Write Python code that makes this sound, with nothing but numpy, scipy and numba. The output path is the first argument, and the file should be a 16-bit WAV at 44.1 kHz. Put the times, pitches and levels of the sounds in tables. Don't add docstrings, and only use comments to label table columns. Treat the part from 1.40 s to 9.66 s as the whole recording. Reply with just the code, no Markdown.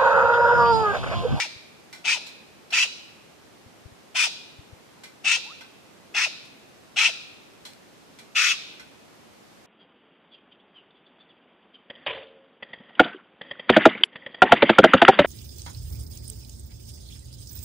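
import sys
import numpy as np
from scipy import signal
from scipy.fft import rfft, irfft, next_fast_len
from scipy.io import wavfile
from scipy.ndimage import map_coordinates
from numba import njit

SR = 44100
rng = np.random.default_rng(int(sys.argv[2]) if len(sys.argv) > 2 else 0)


def master_out(mix):
    frames = np.transpose(np.atleast_2d(mix))
    ceiling = np.clip(frames, -1, 1)
    pcm = np.round(ceiling * 32767).astype(np.int16)
    wavfile.write(sys.argv[1], SR, pcm)


N = 364266


def amp(db):
    return 10 ** (np.asarray(db) / 20)


def unit(x):
    return x / np.sqrt(np.mean(x ** 2) + 1e-20)


def along(points, hz):
    f, v = np.transpose(points)
    return np.interp(np.log(hz + 1), np.log(f + 1), v)


def curves(rows, t):
    s, *cols = np.transpose(rows)
    return [np.interp(t, s, c) for c in cols]


def wobble(rate, size):
    knots = rng.standard_normal(size + 4)[:int(size * rate / SR) + 4]
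    return map_coordinates(knots, [np.arange(size) * rate / SR])


def filtered(x, response):
    size = x.shape[-1]
    padded = next_fast_len(size + 8192)
    return irfft(rfft(x, padded) * response(np.fft.rfftfreq(padded, 1 / SR)), padded)[..., :size]


def coloured(x, points):
    return unit(filtered(x, lambda hz: amp(along(points, hz))))


def add(track, sound, s):
    i = round(s * SR)
    part = sound[..., max(-i, 0):N - i]
    track[..., max(i, 0):max(i, 0) + part.shape[-1]] += part


@njit
def resonate(x, turn, radius):
    y = np.zeros(len(x))
    for i in range(2, len(x)):
        feedback = 2 * radius * np.cos(turn[i]) * y[i - 1] - radius * radius * y[i - 2]
        y[i] = x[i] - x[i - 2] + feedback
    return y


def air(level_db=-52):
    # f/Hz, level/dB
    spectrum = [(15, -41), (25, -32), (48, -17), (84, -8), (178, -2), (260, -1.5), (349, -3), (399, -3.5),
                (741, -7.5), (945, -9.5), (1710, -13.5), (2360, -14), (5880, -20), (14300, -31),
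                (15500, -63.5)]
    # f/Hz, likeness (0-1)
    likeness = [(60, 0.024), (240, 0.072), (950, 0.13), (3770, 0.053), (15000, 0.17)]

    def mid_side(hz):
        angle = np.arccos(np.clip(along(likeness, hz), -1, 1)) / 2
        return amp(along(spectrum, hz)) * [np.cos(angle), np.sin(angle)]

    mid, side = filtered(rng.standard_normal((2, N)), mid_side)
    rush = unit(np.array([mid + side, mid - side]))
    return rush * amp(level_db + 0.043 * wobble(2.36, N)) * amp([[-.4], [.4]])


def bumps(width_s=0.0048):
    # centre t/s, level/dB before the left and right gains, f/Hz
    nudges = [(0.165, -45, 103), (2.267, -45, 96), (2.462, -36.5, 95), (2.526, -45, 100),
              (3.195, -39.5, 95.5), (3.334, -39, 96.3)]
    t = np.arange(N) / SR
    push = np.zeros(N)
    for s, db, hz in nudges:
        window = np.exp(-((t - s) / width_s) ** 2 / 2)
        push -= amp(db) * np.sin(2 * np.pi * hz * (t - s)) * window
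    return push * amp([[4], [-12]])


def clicks(ring_db=-11.5, hiss_db=-16.0, favour_db=7):
    # t/s, level/dB before the ring and hiss gains, hiss gain/dB on top of hiss_db,
    # favoured ring f/Hz, t60/s
    strikes = [(0.527, -28, 0.5, 2060, 0.28), (0.865, -36, 9, 4300, 0.19), (1.304, -28.5, -3, 5450, 0.26),
               (3.635, -29.5, 1.5, 2100, 0.23), (4.208, -29.5, -5, 1482, 0.18), (5.049, -44, 7, 5500, 0.17),
               (6.251, -31, 5, 3860, 0.27), (6.334, -31.5, 10.5, 4360, 0.0096),
               (6.787, -35.5, 4.5, 2105, 0.22), (7.395, -29.5, -4, 1486, 0.17)]
    # f/Hz, width/Hz, level/dB
    ring_modes = [(917, 130, -4.5), (1513, 61, -0.5), (2064, 25, 3), (2360, 26, 2.5), (3344, 26, 3),
                  (4230, 50, -28), (4130, 46, 1), (4540, 29, -3.5), (5510, 60, -1), (7600, 70, -22)]
    # f/Hz, level/dB
    hiss_spectrum = [(700, -29), (1800, -10.5), (4200, -3), (5000, -9.5), (8000, -10), (13000, -20),
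                     (16000, -29)]
    out, t = np.zeros((2, N)), np.arange(SR // 4) / SR

    def modes(hz):
        power = sum(amp(db) ** 2 / (1 + (2 * (hz - centre) / width) ** 2)
                    for centre, width, db in ring_modes)
        return np.sqrt(power)

    for s, db, treble_db, ring_hz, t60 in strikes:
        favour = lambda hz: amp(favour_db * np.exp(-(np.log((hz + 1) / ring_hz) / .2) ** 2))
        ring = unit(filtered(rng.standard_normal((2, len(t))), lambda hz: modes(hz) * favour(hz)))
        hiss = coloured(rng.standard_normal((2, len(t))), hiss_spectrum)
        decay = amp(db - 60 * t / t60) * (1 - np.exp(-t / 0.00072))
        add(out, decay * (amp(ring_db) * ring + amp(hiss_db + treble_db) * hiss), s)
    return out


def whistle():
    # t/s, f/Hz, peak level/dB
    path = [(4.045, 770, -68), (4.065, 840, -47.5), (4.095, 1030, -52), (4.122, 1320, -42),
            (4.135, 1545, -72)]
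    t = np.arange(N) / SR
    hz, db = curves(path, t)
    sounding = (t > path[0][0]) * (t < path[-1][0])
    return amp(db) * np.sin(2 * np.pi * np.cumsum(hz) / SR) * sounding


def tail(t60, onset):
    hz, t, z = signal.stft(rng.standard_normal((2, SR)), SR, nperseg=256)
    fade = amp(-60 * t / along(t60, hz)[:, None]) * (1 - np.exp(-(t + 0.0024) / onset))
    fade /= np.sqrt(np.mean(fade ** 2, axis=1, keepdims=True) * SR)
    return signal.istft(z * fade, SR, nperseg=256)[1][:, :SR]


def among_trees(call, scatter_t60=0.06):
    # f/Hz, left minus right/dB
    side_lean = [(700, 1.5), (1300, 2), (2400, 5), (3300, 3), (4400, -1.5), (8000, 8), (15000, -6)]
    # f/Hz, gain/dB
    branches = [(600, -3), (1500, -5), (2600, -0.5), (4500, 9.5), (14000, 0)]
    # f/Hz, t60/s
    wood_t60 = [(500, 0.21), (1500, 1), (2600, 1.0), (4500, 0.73), (7000, 0.64), (12000, 0.54)]
    # f/Hz, gain/dB
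    wood_gain = [(600, -8.5), (1250, -15), (1600, -16), (2000, -19.5), (2450, -14.5), (2700, -16),
                 (3200, -13), (3900, -1.5), (6000, -11.5), (9000, -11), (14000, -9)]
    direct = np.pad(call, (0, SR - 1))
    near = signal.fftconvolve(call[None], tail([(1000, scatter_t60)], onset=0.00036), axes=1)
    far = signal.fftconvolve(call[None], tail(wood_t60, onset=0.0047), axes=1)
    scatter = lambda hz: amp(along(branches, hz))

    def lean(hz):
        sides = amp(np.outer([.5, -.5], along(side_lean, hz)))
        return sides / np.sqrt(1 + scatter(hz) ** 2 / 2)

    close = filtered(direct + filtered(near, scatter), lean)
    return close + filtered(far, lambda hz: amp(along(wood_gain, hz)))


def gesture(t, length, db, attack, release, swell_db, throat_hz, treble_db, body_db, hoarse, broken):
    attack_db, release_db = 11.5, 10.5
    faded_s, faded_db = .021, 4.5
    break_at, break_width, break_db = 0.43, 0.18, -3
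    sag_at, sag_width, sag_hz = .42, .25, 249.1
    bill_shut_db = -6.5
    weak_treble_db, weak_hoarse = 4.5, 0.42
    body_edge_db = -4
    u = np.clip(t / length, 0, 1)
    starting = np.clip(1 - t / attack, 0, 1)
    ending = np.clip(1 - (length - faded_s - t) / release, 0, 1)
    dying = np.clip(1 - (length - t) / faded_s, 0, 1)
    breaking = np.exp(-((u - break_at) / break_width) ** 2)
    sag = np.exp(-((u - sag_at) / sag_width) ** 2)
    weak = starting + ending
    held_db = db + swell_db * (u - .5) + break_db * broken * breaking
    return (held_db - attack_db * starting - release_db * ending - faded_db * dying,
            throat_hz - sag_hz * sag,
            treble_db + bill_shut_db * (1 - np.sin(np.pi * u)) + weak_treble_db * weak,
            body_db + body_edge_db * (1 - sag),
            hoarse + broken * breaking + weak_hoarse * weak)


def squawk(start, end, *row, jitter=0.075, width_hz=380, ring_db=-3, flutter_db=0.8, throat_top_hz=4300):
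    # f/Hz, level/dB
    throat_spectrum = [(620, -50), (790, -13), (920, -17), (1090, -12.5), (1250, -4.5), (1420, -3),
                       (1660, -8.5), (1970, -3.5), (2200, -8.5), (2550, -0.5), (2900, -5.5), (3350, -1.5),
                       (3900, -7.5), (4800, -10.5)]
    # f/Hz, level/dB
    bill_spectrum = [(3000, -27), (4200, -4.5), (5100, 4), (6600, 1), (7400, -6.5), (8500, -8),
                     (9900, -17.5), (11200, -16), (12500, -22.5), (14300, -35), (15500, -55)]
    scoop_s, drop_s, first_hz = .02, 0.026, 614.9
    rise_hz_per_s, pitch_wander = 900, 0.0549
    steady_share = 0.25
    alternation = 0.86
    body_top_hz = 2220
    *effort, held_hz, last_hz, clean_db, edge_hz = row
    size, length = SR // 4, end - start
    t = np.arange(size) / SR
    level_db, throat_hz, treble_db, body_db, hoarse = gesture(t, length, *effort)
    hoarse = np.clip(hoarse, .05, .95)
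    gate = np.clip(t / 0.011, 0, 1) * np.clip((length - t) / 0.0073, 0, 1)

    arch = np.clip(np.minimum(t / scoop_s, (length - t) / drop_s), 0, 1)
    end_hz = np.where(t < length / 2, first_hz, last_hz)
    hold_hz = (held_hz + rise_hz_per_s * (t - length / 2)) * (1 + pitch_wander * wobble(130, size))
    pitch = end_hz * (hold_hz / end_hz) ** arch
    unsteady = jitter * np.sqrt(hoarse) * (steady_share + (1 - steady_share) * arch)
    phase = 2 * np.pi * np.cumsum(pitch * (1 + unsteady * wobble(1100, size))) / SR

    harmonics = sum(np.cos(k * phase + k * k / 2) for k in range(1, 12))
    pulses = unit(harmonics * (1 + .4 * arch * wobble(1100, size)))
    pulses = unit(pulses * (1 + alternation * arch * np.cos(phase / 2 + 2 * np.pi * rng.random())))
    puffs = unit(rng.standard_normal(size) * (1 + 0.5 * np.cos(phase)))
    source = np.sqrt(1 - hoarse) * pulses + np.sqrt(hoarse) * puffs
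    source *= amp(0.47 * wobble(443.3, size))

    ring = resonate(source, 2 * np.pi * throat_hz / SR, np.exp(-np.pi * width_hz / SR))
    passband = lambda hz: (1 - 1 / (1 + (hz / edge_hz) ** 10)) / (1 + (hz / throat_top_hz) ** 10)
    rasp = filtered(coloured(source, throat_spectrum) + amp(ring_db) * unit(ring), passband)
    rasp /= np.sqrt(np.average(rasp ** 2, weights=arch + 1e-6))
    rasp += (amp(body_db) - 1) * filtered(rasp, lambda hz: 1 / (1 + (hz / body_top_hz) ** 20))

    shriek_hz = throat_hz * (1 + .12 * np.sqrt(hoarse) * wobble(1000, size))
    shriek = np.sqrt(2) * np.sin(2 * np.pi * np.cumsum(shriek_hz) / SR)
    shriek *= unit(amp(2.4 * wobble(420, size)))
    clear = (1 - hoarse) ** 1.2 * (.25 + .75 * arch ** 2)
    treble = amp(treble_db) * coloured(source + puffs / 2, bill_spectrum)
    voice = np.sqrt(clear) * shriek + np.sqrt(1 - clear) * rasp + treble

    fundamental = amp(clean_db + 3.35 * wobble(271.9, size)) * np.sin(phase) * np.minimum(pitch / 800, 1)
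    return gate * (amp(level_db + flutter_db * wobble(242.6, size)) * voice + fundamental)


def jay():
    # start t/s, end t/s, level/dB before the trees, attack/s, release/s, swell over the call/dB,
    # throat resonance f/Hz, relative treble/dB, relative body/dB, hoarseness (0-1),
    # hoarseness added at the break (0-1), held pitch f/Hz, last pitch f/Hz,
    # clean fundamental level/dB, low edge of the rasp f/Hz
    calls = [(-.07, 0.074, -24, 0.028, 0.027, -11.5, 2500, -8, 5, 0.2, 0.32, 981, 406, -43.5, 810),
             (0.64, 0.785, -22.5, 0.045, 0.03, -1.5, 2667, -8, 0.5, 0.33, 0.07, 955.3, 448, -38, 770),
             (1.318, 1.468, -21, .02, 0.0089, 0, 2753, -7.5, 1.5, .24, 0.1, 953, 381, -41, 796),
             (2.744, 2.888, -22, 0.021, 0.012, 1, 2788, -5.5, 1, 0.42, .2, 976.6, 401, -39.5, 784),
             (3.838, 3.989, -19.5, 0.035, 0.017, 1, 2780, -10, -0.5, 0.31, 0.07, 923.4, 395, -43.5, 800),
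             (4.739, 4.882, -21.5, 0.035, 0.011, -1.5, 2634, -8.5, 2.5, 0.23, 0.7, 922.6, 448, -39.5, 750),
             (5.558, 5.708, -19, 0.031, 0.022, 0, 2693, -9, 2, .3, 0.49, 930.7, 440, -40, 850),
             (6.947, 7.152, -21.5, 0.018, 0.015, -3.5, 2660, -6, 4, 0.66, 0.23, 1009, 1137, -45.5, 1106)]
    out = np.zeros((2, N))
    for row in calls:
        add(out, among_trees(squawk(*row)), row[0])
    return out


def scene():
    return jay() + whistle() + clicks() + bumps() + air()


def record(dry, top_hz=15700):
    return filtered(dry, lambda hz: hz < top_hz)


dry = scene()
out = record(dry)
master_out(out)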